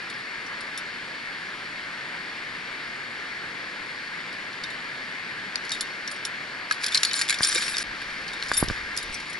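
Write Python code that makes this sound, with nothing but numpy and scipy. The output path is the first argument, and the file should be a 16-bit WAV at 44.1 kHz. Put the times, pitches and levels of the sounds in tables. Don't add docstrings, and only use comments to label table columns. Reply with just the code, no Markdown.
import sys
import numpy as np
from scipy import signal
from scipy.fft import rfft, irfft, next_fast_len
from scipy.io import wavfile
from scipy.ndimage import uniform_filter1d

SR = 44100
rng = np.random.default_rng(int(sys.argv[2]) if len(sys.argv) > 2 else 0)


def volts_from_decibels(level):
    exponent = np.asarray(level, float) / 20
    return 10 ** exponent


def persist_wave(psi):
    counts = np.round(np.clip(psi, -1, 1) * 32767).astype(np.int16)
    wavfile.write(sys.argv[1], SR, np.atleast_2d(counts).T)


N = 414099
SCENE_CHANGE_S = 7.834


def evened(x):
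    return x / np.sqrt(np.mean(x ** 2) + 1e-20)


def read(hz, value, at_hz):
    return np.interp(np.log(at_hz + 1), np.log(np.add(hz, 1)), value)


def add(mix, s, sound):
    part = mix[:, round(s * SR):][:, :sound.shape[1]]
    part += sound[:, :part.shape[1]]


def highpass(x, order, hz):
    return signal.sosfilt(signal.butter(order, hz, "high", fs=SR, output="sos"), x)


def bandpass(x, order, low_hz, high_hz):
    return signal.sosfilt(signal.butter(order, [low_hz, high_hz], "band", fs=SR, output="sos"), x)


def panned(pan_db):
    return volts_from_decibels([[pan_db / 2], [-pan_db / 2]])


# [f/Hz, level/dB per Hz]
WASH_SPECTRUM = [(30, -16), (80, -45), (125, -14.5), (250, -11.5), (750, -14.5), (1300, -7.5), (1700, 2.5),
                 (2100, 1.5), (2600, -10), (3900, -15), (4400, -12.5), (5100, -20), (6300, -28.5),
                 (7000, -29.5), (9000, -35)]
# [t/s, level change/dB]
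CAMERA_TURN = [
    (8.7, -4.5),
    (8.9, -1.5),
    (9.05, -8.5),
    (9.15, -14),
    (9.39, -6.5),
]


def wash(level_db=-33.5, patchy_db=0.7, housing_hz=1600, width_hz=350):
    frames, hz = N // 256 + 5, np.fft.rfftfreq(1024, 1 / SR)
    a, b, c, d, patches = rng.standard_normal((frames, 513, 5)).T
    patches = uniform_filter1d(patches, size=12, axis=0)
    patches = evened(uniform_filter1d(patches, size=14, axis=1))
    resonance = np.exp(-((hz - housing_hz) / width_hz) ** 2)
    turn_db = np.interp(np.arange(frames) * 256 / SR, *np.transpose(CAMERA_TURN))
    db = read(*np.transpose(WASH_SPECTRUM), hz)[:, None] + patchy_db * patches
    db = db + np.outer(resonance, turn_db)
    spectra = np.array([a + 1j * b, c + 1j * d]) * volts_from_decibels(db)
    noise = signal.istft(spectra, nperseg=1024, noverlap=768)[1][:, :N]
    return volts_from_decibels(level_db) * evened(noise)


# [t/s, peak level/dB]
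SNAP_TICKS = [(0.0992, -28), (0.7751, -26), (4.6369, -35), (4.7017, -35), (5.693, -24), (5.7166, -20),
              (5.8077, -16), (6.2502, -21), (6.8418, -19), (6.8633, -18), (6.9212, -24), (6.9466, -20),
              (7.0315, -8), (7.0489, -16), (7.133, -8), (7.1404, -25), (7.2873, -16), (7.296, -13),
              (7.3412, -23), (7.3871, -32), (7.5487, -11), (7.7414, -27), (7.7682, -27), (7.7817, -14),
              (8.9654, -26), (8.973, -19), (8.9844, -28)]


def snaps():
    steps = np.zeros(N)
    s, db = np.transpose(SNAP_TICKS)
    steps[np.round((s + .0009) * SR).astype(int)] = volts_from_decibels(db + 6)
    tick = highpass(steps, 2, 2500)
    return np.array([tick, np.roll(tick, 9)])


# [f/Hz, level/dB]
RACK_MODES = [(900, -86), (1650, 6), (2150, 10.5), (2900, 1), (3700, 7.5), (4500, 8.5), (5600, 6),
              (6300, -3), (7000, 8.5), (8300, -1), (9350, -2.5), (9900, 3.5), (10700, 7), (12500, 6)]
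REST, MUTE = 0.11, 0.22
FRAME_HZ, DAMPING = 3680, 0.17


def clack(body_db, edge_db, t60, main_hz, count=48, scatter_db=6.0, near_db=7.0, near_hz=600):
    place, size, life, turn = rng.random((4, 2, count, 1))
    hz = 1000 + 12000 * (np.arange(count)[:, None] + place) / count
    t = np.arange(round(t60 * SR) + 300) / SR
    db = read(*np.transpose(RACK_MODES), hz) + scatter_db * (2 * size - 1)
    db = db + near_db * np.exp(-((hz - main_hz) / near_hz) ** 2)
    contact = np.minimum(t / 0.00029, 1) * (1 + 0.8 * np.exp(-t / 0.0016))
    strike = contact * (REST + np.exp(-(t / (MUTE * t60)) ** 2))
    mode_t60 = t60 * (.4 + .7 * life) * (4500 / hz) ** DAMPING
    modes = strike * volts_from_decibels(db - 60 * t / mode_t60) * np.sin(2 * np.pi * (hz * t + .45 * turn))
    main = volts_from_decibels(20.5 - 60 * t / (0.3 * t60)) * np.sin(2 * np.pi * main_hz * t)
    main += volts_from_decibels(7.5 - 60 * t / (0.98 * t60)) * np.sin(2 * np.pi * FRAME_HZ * t)
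    bands = np.split(modes, [count // 6, count * 3 // 7], axis=1)
    body, blow, edge = (band.sum(1) for band in bands)
    layers = zip((body, blow + main, edge), (body_db, 0, edge_db))
    return sum(volts_from_decibels(d) * x / np.sqrt(np.mean(x[:, :220] ** 2)) for x, d in layers)


# [t/s, blow level/dB, body level/dB re blow, edge level/dB re blow, strongest mode f/Hz]
SHIFT_BLOWS = [(0.1, -37.5, -10, -4, 3740), (0.14, -45, -8, -18, 4800), (0.606, -42.5, -7, -5, 4690),
               (0.776, -35, -22, 1, 5730), (4.328, -41, -1, -11, 4310), (4.5286, -41, -4, -18, 4220),
               (4.6373, -30, -14, -11, 4740), (4.7025, -42, -5, -3, 3650), (5.5571, -28, 0, -7.5, 4600),
               (5.6504, -40, -3, -5, 4220), (5.694, -31.5, -14, -11, 4900), (5.7065, -35, -9, -7, 4690),
               (5.7184, -23, -15, -6, 3820), (5.736, -36, -9, -3, 3800), (5.7473, -38, -15, -2, 3770),
               (5.8086, -24.5, -20, 1, 4830), (6.0763, -31, -17, -8, 5640), (6.114, -35.5, -9, -0.5, 4730),
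               (6.1616, -44, -3, -9, 5430), (6.251, -25.5, -10, -2, 5600)]
SLIP_BLOWS = [(6.711, -24, 1.5, -7, 4400), (6.723, -28, -3, -4, 4350), (6.8426, -21, -13, -7, 4760),
              (6.8636, -23.5, -7, -1, 4770), (6.883, -28.5, -8, -5, 3370), (6.921, -29, -10, -6, 3570),
              (6.9461, -15.5, -9, -9, 4240), (6.9537, -20, -4, -6, 4450), (6.974, -17, -27, -10, 4230),
              (7.032, -16.5, -1.5, -5, 4450), (7.05, -18.5, -32, -4, 4200), (7.1125, -28, 1, -18, 3620),
              (7.1326, -25, -23, -1, 4550), (7.1409, -22, -16, -15, 3670), (7.192, -28, -8, 2, 4870),
              (7.2137, -25.5, 4, 3, 5330), (7.219, -23.5, -5, 0, 4500)]
CATCH_BLOWS = [(7.28, -36, 2, -2, 4910), (7.2878, -25.5, -1, -5, 3530), (7.2958, -23, 1.5, 2.5, 4000),
               (7.3051, -21.5, 3.5, 0, 4400), (7.326, -28.5, 5, -3, 3430), (7.3424, -27, -2, -4, 3560),
               (7.3876, -29, -11, -10, 4890), (7.422, -38, -10, 8, 4670), (7.432, -17.5, -16, -12, 4930),
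               (7.4479, -22.5, -24, -1, 5530), (7.47, -35, -11, 3, 4720), (7.5188, -29, -6, -14, 5200),
               (7.527, -26.5, -3, 0, 3660), (7.548, -29, -3, 7, 3630), (7.58, -29.5, 2, -12, 8280),
               (7.616, -36, -11, 1, 3740), (7.6805, -29, 3, -8, 4390), (7.7402, -38, 5, -9, 3700),
               (7.7687, -24, -10, -9, 4970), (7.7827, -23, -4, -3, 4900), (7.823, -39, -11, -5, 5100)]
CLIMB_BLOWS = [(8.017, -37.5, 4, -9, 3140), (8.28, -31.5, -13, -14, 4400), (8.3331, -37, -3, -4, 3670),
               (8.4256, -27.5, 0, -16, 3860), (8.484, -37, -10, -2, 5250), (8.5149, -31, -12, -8, 3550),
               (8.5354, -31, -21, 1, 5000), (8.569, -26, -14, 1, 5430), (8.6857, -26.5, -16, -6, 3630),
               (8.9658, -33, -12, 1, 5940), (8.975, -24.5, -21, 0.5, 5060), (9.027, -37.5, -10, 0.5, 3750),
               (9.1436, -33.5, -8, 0, 5700), (9.2984, -48, 0, -3, 4740), (9.33, -37.5, -9, -5, 3230)]
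FURTHER_BLOWS = [(0.464, -47, -10, -5, 5700), (0.787, -50, -10, -3, 5700), (6.743, -41, -5, -5, 4500),
                 (7.486, -34, 0, -2, 5770), (7.559, -27, -6, -5, 5330), (7.565, -29, -12, -8, 5260),
                 (7.609, -33, -6, -8, 4290), (7.622, -29.5, 6, -5, 4400), (8.288, -39, -10, -13, 4500),
                 (8.436, -35, -8, -7, 4200), (8.491, -38, -10, -3, 5030), (8.541, -33, -15, -2, 4850),
                 (8.6, -33, -10, 2, 5100), (8.635, -37, -12, 2, 4930), (8.986, -35, -15, 2, 4970),
                 (9.125, -41, -8, -11, 5400), (9.149, -38, -10, -3, 5850), (5.727, -36, -10, -5, 3740),
                 (5.817, -43, -10, 3, 4300), (6.255, -50, -10, 7, 5200), (8.519, -38, -7, -1, 4500),
                 (9.2, -44, -10.5, -2, 5000), (6.835, -34, 2, -14, 3800), (7.437, -24, -11, -1, 5000),
                 (7.443, -25, -11, -1, 5600), (7.554, -26, -2, -6, 3740), (6.266, -48, -10, 6, 5160)]
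BARE_ROCK_S = (5.5566, 5.6945, 5.707, 6.8425, 7.1408, 7.3876, 7.5192, 7.5274, 7.7683, 7.823, 8.4253, 8.436,
               8.6853, 8.9658, 8.975, 9.1437)


def clacks():
    out = np.zeros((2, N))
    for s, db, body_db, edge_db, hz in SHIFT_BLOWS + SLIP_BLOWS + CATCH_BLOWS + CLIMB_BLOWS + FURTHER_BLOWS:
        t60 = np.interp(db, [-45, -26], [0.14, 0.062])
        if np.isclose(s, BARE_ROCK_S, atol=.0025).any():
            t60 = 0.018
        add(out, s, volts_from_decibels(db) * clack(body_db, edge_db, t60, hz))
    return out


# [t/s, level/dB, f/Hz, t60/s]
FREE_RINGS = [(0.182, -55, 9250, .04), (0.466, -47, 5700, .07), (0.608, -49, 9330, .07),
              (0.612, -50, 5500, .05), (0.777, -34, 3650, .05), (4.6395, -32, 3690, .07),
              (4.704, -36, 3700, .04), (5.5565, -19, 4600, .018), (5.558, -36, 3620, .04),
              (5.572, -42, 5790, .045), (5.719, -44, 9300, .06), (5.719, -35, 5900, .03),
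              (5.722, -32, 3700, .16), (5.81, -36, 3630, .14), (5.81, -36, 10500, .06),
              (5.905, -41, 4400, .09), (6.077, -38, 5700, .06), (6.114, -39, 9400, .05),
              (6.145, -44, 4300, .05), (6.162, -51, 8200, .04), (6.252, -36, 3670, .05),
              (6.253, -37, 10700, .05), (6.253, -38, 6830, .04), (6.711, -12, 1650, .03),
              (6.71, -19, 1300, .025), (6.925, -34, 3620, .09), (6.947, -21, 4060, .045),
              (7.033, -25, 6900, .045), (7.009, -43, 9400, .02), (6.975, -24, 4100, .03),
              (7.105, -34, 3700, .04), (7.109, -37, 4520, .054), (7.147, -37, 9330, .26),
              (7.15, -44, 7080, .045), (7.13, -43, 10150, .05), (7.156, -39, 8170, .132),
              (7.159, -38, 5430, .052), (7.165, -39, 5730, .045)]
# [t/s, level/dB, f/Hz, t60/s]
ROPE_RINGS = [(7.388, -30, 4890, .025), (7.298, -26, 4050, .04), (7.431, -29, 3600, .045),
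              (7.432, -25, 4850, .04), (7.445, -28, 5500, .06), (7.52, -35, 5700, .12),
              (7.783, -26, 4950, .04), (7.455, -32, 3620, .097), (7.458, -34, 4310, .081),
              (7.488, -31, 5770, .045), (7.553, -31.5, 3720, .2), (7.554, -33, 510, .06),
              (7.556, -33, 355, .06), (7.751, -44, 7950, .05), (7.571, -45, 7080, .088),
              (7.578, -26, 2300, .03), (7.632, -40, 3450, .16), (7.638, -37, 4260, .088),
              (7.696, -42, 3820, .081), (7.745, -35, 3680, .09), (7.437, -33, 6850, .04)]
# [t/s, level/dB, f/Hz, t60/s]
ASCENT_RINGS = [(8.338, -40, 3720, .11), (8.594, -40, 3620, .15), (8.536, -42, 7600, .08),
                (8.516, -43, 10500, .05), (8.537, -31, 4820, .06), (8.62, -42, 10642, .2),
                (8.578, -44, 8170, .15), (8.633, -42, 9300, .052), (8.758, -42, 3650, .12),
                (8.976, -29, 5000, .07), (8.98, -37, 3710, .14), (9.028, -43, 10720, .07),
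                (9.144, -38, 5810, .07), (9.125, -49, 8200, .2), (9.298, -46, 9350, .08),
                (9.33, -44, 5800, .05)]
# [t/s, level/dB, f/Hz, length/s]
CAUGHT_RINGS = [(6.1, -49, 9300, .05), (7.062, -29, 4405, .038), (7.18, -32, 7070, .02),
                (7.421, -32, 9330, .035), (7.468, -28, 9340, .026), (7.533, -39, 8170, .025),
                (7.575, -37, 8170, .016), (7.612, -41, 8170, .068), (7.638, -36.5, 5450, .085),
                (7.64, -44, 9350, .052), (7.684, -37, 10146, .058), (7.695, -42, 8170, .03),
                (7.808, -45, 9300, .024), (8.537, -34, 3610, .025), (8.537, -34, 9300, .016),
                (8.545, -41, 7084, .05), (8.557, -40, 9300, .035), (8.57, -34, 3620, .022),
                (8.568, -31, 5450, .016), (9.295, -50, 7100, .012), (7.464, -36, 7150, .012),
                (7.55, -33, 3720, .025), (7.122, -43, 7080, .012), (8.571, -21, 10642, .018),
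                (8.59, -28, 10642, .028), (8.592, -36, 1700, .006), (7.742, -36, 3680, .012)]
# [f/Hz, left-right level/dB]
HOUSING_SHADE = [(3000, 1), (5800, 3), (7100, 4), (8150, 7), (9350, 11.5), (10600, 5)]
GATE_HZ = (7080, 10150)
QUICK_S, SLOW_S = 0.0016, 0.036
CAUGHT_T60_S, CATCH_S = .4, .005
CROWD_HZ, CROWD = 9500, 0.7


def rings(split_hz=40.6, twin=0.3, flutter_db=1.6):
    out, flutter = np.zeros((2, N)), rng.standard_normal(1500)
    rows = [(*row, np.inf) for row in FREE_RINGS + ROPE_RINGS + ASCENT_RINGS]
    rows += [(s, db, hz, CAUGHT_T60_S, length) for s, db, hz, length in CAUGHT_RINGS]
    for (s, db, hz, t60, length), (u, v, w) in zip(rows, rng.random((len(rows), 3))):
        swell = QUICK_S if length > t60 else CATCH_S
        if np.isclose(hz, GATE_HZ, rtol=.02).any() and length > t60:
            swell = SLOW_S
        t = np.arange(round(min(swell + t60, length + CATCH_S) * SR)) / SR
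        shape = np.minimum(t / swell, 1) * volts_from_decibels(db + 3 - 60 * np.maximum(t - swell, 0) / t60)
        shape *= np.clip(1 - (t - length) / CATCH_S, 0, 1)
        shape *= (s > SCENE_CHANGE_S) | (s + t < SCENE_CHANGE_S)
        shape *= volts_from_decibels(flutter_db * np.interp(t + s, np.arange(len(flutter)) / 150, flutter))
        turn = 2 * np.pi * (hz * t + np.array([[0], [.7 * (u - .5)]]))
        pair = np.sin(turn) + twin * np.sin(turn + 2 * np.pi * (split_hz * (.5 + v) * t + w))
        if abs(hz - CROWD_HZ) < 150:
            below = np.sin(turn - 2 * np.pi * (95 * t + v))
            above = np.sin(turn + 2 * np.pi * (70 * t + u))
            pair += CROWD * (below + above)
            pair /= np.sqrt(1 + 2 * CROWD ** 2)
        add(out, s, shape * pair * panned(read(*np.transpose(HOUSING_SHADE), hz)))
    return out


# [t/s, level/dB]
SHAKES = [
    [(5.63, -52), (5.77, -48), (5.9, -54), (6.05, -58), (6.12, -52), (6.3, -66)],
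    [(6.7, -45), (6.79, -52), (6.84, -36), (6.9, -46), (6.96, -36.5), (7.02, -42), (7.06, -36), (7.12, -45),
     (7.16, -33.5), (7.22, -36), (7.27, -46)],
    [(7.27, -50), (7.31, -37), (7.38, -44.5), (7.44, -32.5), (7.5, -34), (7.56, -34), (7.63, -35),
     (7.66, -37), (7.69, -37.5), (7.75, -40.5), (7.83, -36)],
    [(7.84, -56), (8.03, -49), (8.2, -51), (8.34, -52), (8.4, -48), (8.47, -44), (8.5, -49), (8.58, -39),
     (8.64, -46), (8.67, -47), (8.72, -41)],
    [(8.72, -45.5), (8.85, -53.5), (8.95, -50), (9.0, -43.5), (9.08, -49), (9.14, -46.5), (9.2, -49),
     (9.28, -48.5), (9.33, -52), (9.39, -51)],
]
LOOSE_PIECES_HZ = [3650, 4070, 4350, 4770, 5350, 5790, 7080, 9350]
FIRM_DB = -40
EDGE_DB, EDGE_GROWS = -2.5, 0.53
BODY_DB, BODY_GROWS = 4, -0.33


def rattle(per_s=1600, spread_db=3.0, t60=0.047):
    t, out = np.arange(N) / SR, np.zeros((2, N))
    size = volts_from_decibels(spread_db * np.minimum(rng.exponential(1, N), 3.5)) * (rng.random(N) < per_s / SR)
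    which = rng.integers(0, len(LOOSE_PIECES_HZ), N)
    touches = np.zeros((2, N))
    for k, hz in enumerate(LOOSE_PIECES_HZ):
        hits = (size * (which == k))[None]
        touches += signal.oaconvolve(hits, clack(0, 0, t60, hz), axes=1)[:, :N]
    body = evened(signal.sosfilt(signal.butter(6, 2900, fs=SR, output="sos"), touches))
    middle = evened(bandpass(touches, 4, 2900, 6200))
    edge = evened(highpass(touches, 6, 6200))
    for rows in SHAKES:
        db = np.interp(t, *np.transpose(rows), -120, -120)
        over_db = np.maximum(db - FIRM_DB, -20)
        bright = volts_from_decibels(EDGE_DB + EDGE_GROWS * over_db) * edge
        heavy = volts_from_decibels(BODY_DB + BODY_GROWS * over_db) * body
        out += volts_from_decibels(db) * (middle + bright + heavy)
    return out


# [t/s, level/dB]
GRIP_LEVEL = [
    (7.2, -74),
    (7.26, -66),
    (7.76, -54),
    (8.43, -61),
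    (8.63, -38),
    (9.02, -56),
    (9.1, -46),
    (9.26, -64),
    (9.39, -60),
]


def grip():
    lumps = evened(bandpass(rng.standard_normal(N), 2, 18, 65))
    return lumps * volts_from_decibels(np.interp(np.arange(N) / SR, *np.transpose(GRIP_LEVEL), left=-120))


# [t/s, peak level/dB, push length/s, shell level/dB re push, left-right level/dB]
HAND_KNOCKS = [
    (7.407, -23, 0.0013, 9.5, 3.5),
    (8.516, -18.5, 0.00065, 10.5, 2.5),
    (8.627, -7, 0.00097, -33, -5),
    (8.633, -28, 0.0017, 5, 5),
    (8.643, -30, 0.0028, -20, -19),
    (8.681, -26, 0.0021, -20, -11),
    (8.7, -21, 0.0017, 4.5, 2),
    (8.709, -23.5, 0.0021, -20, -14),
    (9.093, -34, 0.008, -30, -6),
]
# [f/Hz, level/dB, t60/s]
SHELL_MODES = [(1210, -6, 0.015), (1560, 2.5, 0.0098)]


def knocks():
    out, t = np.zeros((2, N)), np.arange(1800) / SR
    for s, db, length, shell_db, pan_db in HAND_KNOCKS:
        u = t / length
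        push = np.sin(np.pi * np.minimum(u, 1)) ** 2
        recoil = .5 * np.exp(-((u - 2.3) / 1.06) ** 2)
        shell = sum(volts_from_decibels(d - 60 * t / t60) * np.sin(2 * np.pi * hz * t) for hz, d, t60 in SHELL_MODES)
        shell *= -np.minimum(t / .0005, 1)
        add(out, s, volts_from_decibels(db) * (push - recoil + volts_from_decibels(shell_db) * shell) * panned(pan_db))
    return out


def rock(x, t60=0.06, wet_db=-12.0):
    t = np.arange(4000) / SR
    tail = rng.standard_normal((2, 4000)) * (rng.random((2, 4000)) < .15)
    tail *= volts_from_decibels(-60 * t / t60) * (t > .002)
    return x + volts_from_decibels(wet_db) * signal.oaconvolve(x, tail / np.linalg.norm(tail[0]), axes=1)[:, :N]


# [f/Hz, right re left level/dB, right lag/rad, likeness 0-1]
PORT_PAIR = [(60, 3.5, 0.25, 1), (296, 2, 0.46, 0.94), (660, 0.5, 0.7, 0.84), (1692, 1, 0.85, 1),
             (1993, -5.5, 2.74, 0.42), (2180, -7, 5.36, 0.34), (2780, -2, 6.94, 0.94),
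             (4220, -2.5, 6.7, 0.5), (4600, 0.5, 6.53, 0.85), (5940, 0.5, 7.34, 0.4), (6300, -10, 7.5, 0.1),
             (6980, 4, 7.76, 0.4), (7260, -1, 7.82, 1), (11000, -0.5, 7.04, 0.7)]


def ports(pair, nearness):
    size = next_fast_len(N)
    hz = np.fft.rfftfreq(size, 1 / SR)
    f, db, lag, like = np.transpose(PORT_PAIR)
    a, b = rfft(pair, size)
    same = np.clip(read(f, like, hz), 0, 1) ** nearness
    blend = same * a + np.sqrt(1 - same ** 2) * b
    right = volts_from_decibels(read(f, db, hz)) * np.exp(-1j * read(f, lag, hz)) * blend
    return np.array([pair[0], irfft(right, size)[:N]])


def scene():
    gear = rock(clacks() + rattle() + snaps())
    gear = highpass(gear, 4, 1000)
    return ports(wash(), 0.73) + ports(gear, 0.28) + rings() + knocks() + grip()


def roll_off(x):
    return signal.sosfilt(signal.butter(12, 12370, fs=SR, output="sos"), x)


def record(dry):
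    joined = dry * np.clip(abs(np.arange(N) / SR - SCENE_CHANGE_S) / 0.0046, .15, 1)
    edge = signal.firwin(401, 11060, window=("kaiser", 7), fs=SR)
    skirt = volts_from_decibels(-51) * np.pad(signal.firwin(41, 12400, window=("kaiser", 5), fs=SR), 180)
    skirt[200] += volts_from_decibels(-64)
    limited = signal.oaconvolve(joined, (edge + skirt)[None], "same")
    return roll_off(limited)


dry = scene()
out = record(dry)
persist_wave(out)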